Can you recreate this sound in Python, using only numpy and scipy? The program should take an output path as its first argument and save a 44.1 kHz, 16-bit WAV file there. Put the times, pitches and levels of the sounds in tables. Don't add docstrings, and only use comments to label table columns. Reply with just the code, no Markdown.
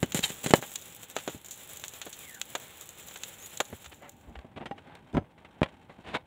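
import sys
import numpy as np
from scipy import signal
from scipy.fft import rfft, irfft
from scipy.io import wavfile
from scipy.ndimage import uniform_filter1d

SR = 44100
rng = np.random.default_rng(int(sys.argv[2]) if len(sys.argv) > 2 else 0)


def dump_mix(stems):
    frames = np.atleast_2d(stems).T
    limited = np.clip(frames, -1, 1)
    pcm = np.round(limited * 32767).astype(np.int16)
    wavfile.write(sys.argv[1], SR, pcm)


N = 276110
TAPS = 4096
BINS = np.fft.rfftfreq(TAPS, 1 / SR)
BENCH_FROM_S = 3.9

# frequency in Hz, relative level in dB.
YARD_AIR = [(18, -27.5), (30, -9), (90, 2.5), (259, -2), (328, -5.5), (616, -26.5), (702, -30), (780, 1.5),
            (937, -6.5), (1100, -30), (2230, -41), (3310, -21.5), (5040, -78), (8080, -34), (16000, -62)]
RUMBLE_COLOUR = [(25, -28), (45, -14), (70, 0.5), (120, -3), (250, -5.5), (600, -19), (2000, -57)]
FLAME_COLOUR = [(24, -36.5), (40, -25), (81, -0.5), (140, 0), (294, -5), (530, 1), (739, -6), (815, -5.5),
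                (3270, -3.5), (4300, -11), (5590, -68), (9460, -120)]
SIZZLE_COLOUR = [(2000, -14.5), (3600, -2), (4400, -18), (5100, -14), (6200, -10.5), (7100, 0.5), (7700, 1),
                 (8600, -12), (10000, -7.5), (13000, -11), (15000, -3), (16000, -10.5)]
POP_COLOUR = [(30, -42), (100, -7), (250, -3.5), (550, 0.5), (830, -1.5), (1050, -5.5), (1400, -1.5),
              (2000, -4), (3700, 3), (4400, -4.5), (5100, -12), (6200, 1), (7100, 9), (8400, -4.5),
              (10500, -11.5), (15000, -4)]
SHELL_AT_HEARTH = [(25, -42.5), (45, -26.5), (75, -11), (130, -5), (260, -1), (340, -2), (850, -4.5),
                   (1200, -6.5), (1650, -1.5), (2400, -1.5), (4000, -3.5), (4900, -11.5), (8400, -3),
                   (10500, -3.5), (15000, -3.5)]
SHELL_ON_BENCH = [(25, -41), (45, -16), (70, -7), (160, -2.5), (270, 0), (380, -3), (800, .5), (1200, -4),
                  (2200, 0), (3700, -1), (4700, -10), (6000, -12.5), (9000, -6.5), (11000, -19),
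                  (15000, -13.5)]

# start and end in seconds, level in dB.
ARM_SWEEPS = [(-.2, .36, -54.5), (3.75, 6.5, -68.5)]
# start and end in seconds, level in dB.
BUZZES = [(1.0, 2.68, -67.5), (3.2, 3.883, -62.5)]
# start in seconds, level in dB, decay in seconds.
SPILLS = [(.14, -42.5, 0.082), (.43, -32, .012), (.535, -39, 0.127)]
# start and end in seconds, first and last pitch in Hz, level swelled to in dB.
WHISTLES = [(2.17, 2.40, 2610, 1476, -50), (3.394, 3.47, 6200, 7150, -47)]
# start in seconds, strength in dB, pitch in Hz,
# decay of the splinters in seconds, share of the first snap from 0 to 1.
POPS = [(0.1212, -3.5, 2800, 0.0064, 0.85), (.757, -1, 5476, 0.00444, .54),
        (1.1655, 12.5, 600, 0.0073, 0.77), (1.186, -5, 1580, .012, 0.52),
        (1.2773, 15.5, 268.5, 0.0081, 0.62), (1.2965, -6, 870, 0.0063, .5),
        (1.4595, -13.5, 10800, 0.0068, 0.28), (1.509, -6, 9000, 0.031, 0.12),
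        (1.7716, -9.5, 14000, 0.0062, 0.81), (1.839, -1.5, 1690, 0.0048, 0.79),
        (1.8816, -8, 9000, 0.0106, 0.85), (2.0157, -2.5, 2190, 0.0106, 0.6), (2.0645, 4, 331, 0.0084, 0.09),
        (2.1274, -9.5, 4200, 0.0113, 0.19), (2.344, -14.5, 12000, 0.0077, 0.25),
        (2.415, 2, 3050, 0.0039, 0.9), (2.552, 10.5, 857, 0.006, 0.45), (2.811, -10, 14000, 0.0136, 0.79),
        (2.891, -11.5, 10700, 0.011, 0.93), (3.1102, -10.5, 914, 0.0045, 0.27),
        (3.1586, -3.5, 1289, 0.0083, 0.22), (3.2349, -2, 3200, 0.006, .8),
        (3.4602, -11, 12000, 0.0051, 0.37), (3.573, -7.5, 7000, 0.00296, 0.31),
        (3.6029, 17, 758, 0.00447, 0.27), (3.6518, -17.5, 6000, 0.0073, .4),
        (3.844, -11.5, 1600, 0.015, 0.37), (3.8596, -8, 1350, 0.0048, 0.26),
        (4.0938, -16, 12000, .003, 0.7)]
# start and end in seconds, pitch in Hz, level in dB.
BUMPS = [(3.719, 3.768, 85.6, -45), (3.851, 3.915, 74, -52.5), (4.258, 4.318, 63, -45.5),
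         (4.348, 4.42, 63.2, -42.5)]

# frequency in Hz, level in dB, time to fall 60 dB in seconds.
BLADE_MODES = [(5003, -6.5, 0.176), (6200, -7, .22), (7580, -7, .07), (8760, -7.5, 0.109)]
BENCH_MODES = [(77.6, -2.5, 0.13), (247.6, -18, 0.0676), (530, 5, 0.0007), (983.7, -4, 0.0526),
               (1325, -5.5, 0.0127)]
RIM_MODES = [(2787, -2.5, 0.036), (3040, -5, 0.026), (3153, 2.5, 0.0327), (3758, -6, 0.016),
             (3793, 4.5, 0.0366), (4100, -4.5, 0.037)]
# start in seconds, level in dB, extra damping in dB per second.
BLADE_TOUCHES = [(4.66, -55.5, 390), (4.709, -62, 300), (5.141, -56.5, 5)]
BENCH_BLOWS = [(5.149, -26.5, 30), (5.1697, -22.5, 6)]
# start and end in seconds, level in dB.
RIM_RASP = (.224, 0.256, -30.5)
# frequency in Hz, width in Hz, height in dB.
SHELL_MODES = [(173.7, 110, 4.5), (405, 93, 4), (563, 82, 5), (680, 28, 0.5), (808.4, 71, 6.5),
               (1595, 40, 1.5), (1990, 61, 3.5), (2996, 65, 9.5), (3290, 70, 4.5), (4037, 150, 5.5),
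               (7160, 1500, 14.5)]
# start and end in seconds, strength in dB,
# hardness as a corner in Hz, weight in the bass in dB.
CRUNCHES = [(.149, .197, 3.5, 16000, 3), (.221, 0.272, 4.5, 16100, -11.5), (.245, .327, -3.5, 16000, -3),
            (.432, 0.463, -4, 16000, 12.5), (0.473, 0.524, -3.5, 16230, 4.5), (3.672, 3.759, -16, 3000, 24),
            (3.91, 3.941, -9.5, 4800, 4.5), (3.988, 4.11, 3, 1100, -5), (4.255, 4.338, -13, 1100, 24),
            (4.556, 4.593, 0, 1850, 14.5), (4.595, 4.647, 8.5, 738, 1.5), (4.792, 5.047, -2, 1460, 3.5),
            (5.128, 5.175, 5, 800, 23.5), (5.18, 5.249, -16, 900, 30), (6.025, 6.175, 1.5, 2860, 11),
            (6.131, 6.181, 16, 2102, -3.5)]
# start in seconds, strength in dB, hardness as a corner in Hz,
# weight in the bass in dB, decay of the rattle in seconds, share of the first contact from 0 to 1.
KNOCKS = [(.0289, 8.5, 3065, 21, .0067, 0.38), (.146, 2, 16000, 23, 0.0061, 0.34),
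          (.1906, 0, 7670, 19, 0.00344, 0.16), (.303, -6.5, 6290, 16, 0.0035, 0.47),
          (.461, 6, 5020, 15, 0.0078, 0.06), (.507, 5, 5750, 15.5, 0.0054, 0.42),
          (.5371, 39.5, 797, -11, 0.00317, 0.73), (.578, -22.5, 5000, 38, .011, 0.13),
          (.626, 11.5, 1204, -17.5, 0.0146, 0.63), (1.347, -18, 6390, 32.5, 0.0119, 0.37),
          (3.728, 12, 480, -6, 0.0055, 0.26), (4.354, -2, 1765, -1, 0.0055, 0.05),
          (4.39, -10.5, 3000, 2.5, 0.00294, 0.53), (4.446, 3, 399, 4.5, 0.0071, 0.18),
          (4.657, 1, 2580, 6, 0.00848, 0.18), (4.7113, 13, 652, -1, 0.0041, 0.29),
          (4.78, -3.5, 1700, -4, 0.0079, .2), (4.952, -16.5, 13020, 0.5, 0.00252, 0.34),
          (5.129, -26, 14120, 0, 0.0031, .6), (5.1476, 2, 1004, 28.5, 0.0175, 0.06),
          (5.1696, 5, 1630, 31.5, 0.00606, 0.34), (5.1772, 23.5, 400, 8.5, 0.0052, 0.44),
          (5.379, -10, 1390, -7.5, 0.0113, .3), (5.448, -8, 2205, -0.5, 0.0104, 0.23),
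          (5.6178, 32, 329.5, 0, 0.0024, .95), (5.631, 14.5, 2276, 9, 0.0021, 0.56),
          (5.637, 1.5, 3200, -11, 0.004, .3), (5.66, 8, 877, -18, 0.00427, 0.49),
          (5.896, -4, 1364, 4.5, 0.0161, 0.21), (5.989, -14, 890, 21, 0.0075, 0.29)]


def amp(db):
    return 10 ** (np.asarray(db) / 20)


def unit_rms(x):
    return x / np.sqrt(np.mean(x ** 2) + 1e-20)


def unit_energy(x):
    return x / (np.linalg.norm(x) + 1e-12)


def curve_db(points):
    hz, db = np.transpose(points)
    return np.interp(np.log(BINS + 1), np.log(hz + 1), db)


def add(mix, start, sound):
    part = mix[round(start * SR):][:len(sound)]
    part += sound[:len(part)]


def colour(x, gain_db):
    log_gain = np.log(amp(np.maximum(np.r_[gain_db, gain_db[-2:0:-1]], -100)))
    minimum_phase = np.exp(np.conj(signal.hilbert(log_gain)))
    return signal.oaconvolve(x, irfft(minimum_phase[:len(BINS)]))


def bed(drive, curve):
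    return unit_rms(colour(drive, curve_db(curve))[:N])


def through_body(force, gain_db, bass_hz=900):
    power = abs(rfft(force, 4 * TAPS)[::4]) ** 2
    broad = uniform_filter1d(uniform_filter1d(power, size=35), size=35)
    bass = 1 / (1 + (BINS / bass_hz) ** 4)
    force_power = bass * uniform_filter1d(power, size=11) + (1 - bass) * broad
    return colour(force, gain_db - 10 * np.log10(force_power + 1e-9))


def grains(count, per_s, spread_db):
    chance, size, sign = rng.random(count), rng.exponential(1, count), rng.choice([-1., 1.], count)
    return (chance < per_s / SR) * sign * amp(spread_db * np.minimum(size, 4.5))


def drift(per_s, count=N):
    knots = rng.standard_normal(count // 25 + 2)
    return np.interp(np.arange(count) / SR * per_s, np.arange(len(knots)), knots)


def spells(rows, edge_s):
    t = np.arange(N) / SR
    return sum(amp(db) * np.clip(np.minimum(t - start, end - t) / edge_s, 0, 1)
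               for start, end, db in rows)


def fracture(snap_share, decay_s, echo, echo_s, edge_s=0.0004, push_s=0.00012):
    t = np.arange(TAPS) / SR
    scatter = unit_energy(grains(TAPS, per_s=7400, spread_db=3) * np.exp(-t / decay_s) * (t > .001))
    scatter[int(echo_s * rng.uniform(.85, 1.15) * SR)] += echo
    edge = unit_energy(np.diff(rng.standard_normal(TAPS) * t * np.exp(-t / edge_s), prepend=0))
    push = np.exp(-t / push_s)
    snap = push / push.sum() + 1.2 * edge
    return np.sqrt(snap_share) * snap + np.sqrt(1 - snap_share) * unit_energy(scatter)


def ticking(per_s, spread_db, **shape):
    return signal.fftconvolve(grains(N, per_s, spread_db), fracture(**shape))[:N]


def dying_modes(modes, t):
    return sum(amp(db - 60 * t / t60) * np.sin(2 * np.pi * hz * t) for hz, db, t60 in modes)


def yard(air_db=-63.5, leaves_db=-82, rumble_db=-68, gust_db=3):
    rumble = bed(rng.standard_normal(N) * amp(gust_db * drift(per_s=21)), RUMBLE_COLOUR)
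    air = amp(air_db) * bed(rng.standard_normal(N), YARD_AIR)
    leaves = amp(leaves_db) * rng.standard_normal(N)
    return air + leaves + (amp(rumble_db) + spells(ARM_SWEEPS, edge_s=0.2)) * rumble


def buzz(pitch_hz=11230, pulse_hz=82, half_width_hz=700):
    pulses = np.sin(np.pi * np.cumsum(pulse_hz * (1 + .05 * drift(per_s=10))) / SR) ** 2
    lowpass = signal.butter(2, half_width_hz, fs=SR)
    fuzz = signal.lfilter(*lowpass, rng.standard_normal(N) + 1j * rng.standard_normal(N))
    band = (fuzz * np.exp(2j * np.pi * pitch_hz * np.arange(N) / SR)).real
    return spells(BUZZES, edge_s=0.167) * unit_rms(band * pulses)


def hearth_share(from_s=3.542, to_s=4.526):
    return np.clip((to_s - np.arange(N) / SR) / (to_s - from_s), 0, 1) ** 1.718


def fire(flame_db=-55.5, juice_db=-48, flicker_db=4.5, spill_rise_s=0.0128):
    t = np.arange(N) / SR
    juice = amp(juice_db + drift(per_s=6))
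    for start, db, decay_s in SPILLS:
        rise = np.clip((t - start) / spill_rise_s, 0, 1)
        fall = np.exp(-np.maximum(t - start - spill_rise_s, 0) / decay_s)
        juice += amp(db) * rise * fall
    flicker = amp(flicker_db * drift(per_s=28))
    flame_gain = amp(flame_db + 0.93 * drift(per_s=7))
    flames = flame_gain * bed(rng.standard_normal(N) * np.sqrt(flicker), FLAME_COLOUR)
    hiss = amp(-6.5) * bed(grains(N, per_s=6200, spread_db=-1) * flicker, SIZZLE_COLOUR)
    ticks = sum(ticking(per_s=27, spread_db=4, snap_share=0.61, decay_s=0.012, echo=0.3, echo_s=0.0024)
                for spot in range(3))
    crackle = amp(-5.5) * bed(ticks, POP_COLOUR)
    snaps = ticking(per_s=27, spread_db=2.5, snap_share=0.6, decay_s=0.006, echo=0.3, echo_s=0.0026)
    droplets = amp(-10) * bed(snaps, SIZZLE_COLOUR)
    return hearth_share() * (flames + juice * (hiss + crackle + droplets))


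def steam_whistles(swell_db=11.5):
    out = np.zeros(N)
    for start, end, first_hz, last_hz, db in WHISTLES:
        count = int((end - start) * SR)
        along = np.linspace(0, 1, count)
        hz = first_hz + (last_hz - first_hz) * along + 100 * drift(per_s=600, count=count)
        waver_db = 3.5 * drift(per_s=200, count=count)
        gain = amp(db + swell_db * (along - 1) + waver_db) * signal.windows.tukey(count, .25)
        add(out, start, np.sqrt(2) * gain * np.sin(2 * np.pi * np.cumsum(hz) / SR))
    return out


def steam_pops(sharpness=0.49):
    out = np.zeros(N)
    for start, db, hz, decay_s, snap_share in POPS:
        pocket_db = -10 * np.log10(1 + sharpness * (BINS / hz - hz / (BINS + 1)) ** 2)
        force = fracture(snap_share, decay_s, echo=0.338, echo_s=0.0028)
        add(out, start, through_body(force, db + pocket_db + curve_db(POP_COLOUR)))
    return out


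def contact_db(hard_hz, weight_db, weight_hz=396.5):
    return weight_db / (1 + (BINS / weight_hz) ** 2) - 20 * np.log10(1 + (BINS / hard_hz) ** 2)


def shell_db(at_s, held_share=0.087):
    peaks_db = sum(db / (1 + (2 * (BINS - hz) / width) ** 2) for hz, width, db in SHELL_MODES)
    if at_s < BENCH_FROM_S:
        return curve_db(SHELL_AT_HEARTH) + peaks_db
    return curve_db(SHELL_ON_BENCH) + held_share * peaks_db


def flake_db(height_db=8, relative_width=0.062):
    pitches = np.geomspace(600, 3600, 4) * np.exp(rng.uniform(-.3, .3, 4))
    peaks = sum(1 / (1 + (2 * (BINS / hz - 1) / relative_width) ** 2) for hz in pitches)
    return height_db * (peaks - .25)


def fingers(level_db=-61.5, grit_db=-6, effort_db=2):
    rub = grains(N, per_s=1600, spread_db=1.5) * amp(2 * drift(per_s=39))
    grit = ticking(per_s=45, spread_db=1.5, snap_share=0.3, decay_s=0.0101, echo=0.5, echo_s=0.0041)
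    held_db = shell_db(BENCH_FROM_S)
    rub = unit_rms(colour(rub, held_db + contact_db(hard_hz=1200, weight_db=1))[:N])
    grit = unit_rms(colour(grit, held_db + contact_db(hard_hz=3800, weight_db=-4))[:N])
    pressure = amp(level_db + effort_db * drift(per_s=7))
    return (1 - hearth_share()) * pressure * (rub + amp(grit_db) * grit)


def handling_bumps():
    out = np.zeros(N)
    for start, end, hz, db in BUMPS:
        t = np.arange(0, end - start, 1 / SR)
        add(out, start, amp(db) * np.sqrt(2) * np.hanning(len(t)) * np.sin(2 * np.pi * hz * t))
    return out


def ringing(modes, blows):
    out, t = np.zeros(N), np.arange(SR // 3) / SR
    tone = dying_modes(modes, t)
    for start, db, damping in blows:
        add(out, start, amp(db - damping * t) * tone)
    return out


def rim_rasp():
    start, end, db = RIM_RASP
    out, t = np.zeros(N), np.arange(0, end - start, 1 / SR)
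    slips = grains(len(t), per_s=2000, spread_db=1) * np.hanning(len(t))
    add(out, start, amp(db) * unit_rms(signal.fftconvolve(slips, dying_modes(RIM_MODES, t))))
    return out


def crunches(flakes=3, clump_db=3):
    out = np.zeros(N)
    for start, end, db, hard_hz, weight_db in CRUNCHES:
        count = int((end - start) * SR)
        swell = signal.windows.tukey(count, .85)
        body_db = db + contact_db(hard_hz, weight_db) + shell_db(start)
        for _ in range(flakes):
            clicks = grains(count, per_s=2000, spread_db=3.5)
            clumps = amp(clump_db * drift(per_s=110, count=count))
            force = unit_energy(clicks * swell * clumps)
            add(out, start, through_body(force, body_db + flake_db()) / np.sqrt(flakes))
    return out


def knocks():
    out = np.zeros(N)
    for start, db, hard_hz, weight_db, decay_s, snap_share in KNOCKS:
        body_db = db + contact_db(hard_hz, weight_db) + shell_db(start)
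        if start > BENCH_FROM_S:
            body_db += flake_db()
        force = fracture(snap_share, decay_s, echo=0.13, echo_s=0.0039)
        add(out, start, through_body(force, body_db))
    return out


def with_reflections(x, wet_db=-23, t60=0.11):
    t = np.arange(SR // 2) / SR
    tail = grains(len(t), per_s=1100, spread_db=6) * amp(-60 * t / t60) * (t > .008)
    return x + amp(wet_db) * signal.fftconvolve(x, unit_energy(tail))[:N]


def scene():
    near = steam_pops() + knocks() + crunches() + rim_rasp() + handling_bumps()
    near += ringing(BLADE_MODES, BLADE_TOUCHES) + ringing(BENCH_MODES, BENCH_BLOWS)
    return (with_reflections(near) + fire() + steam_whistles() + buzz() + fingers() + yard())[None]


def record(dry):
    lowpass = signal.firwin(401, 15750, window=("kaiser", 7), fs=SR)
    return signal.oaconvolve(np.clip(dry, -1, 1), lowpass[None], "same")


dry = scene()
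out = record(dry)
dump_mix(out)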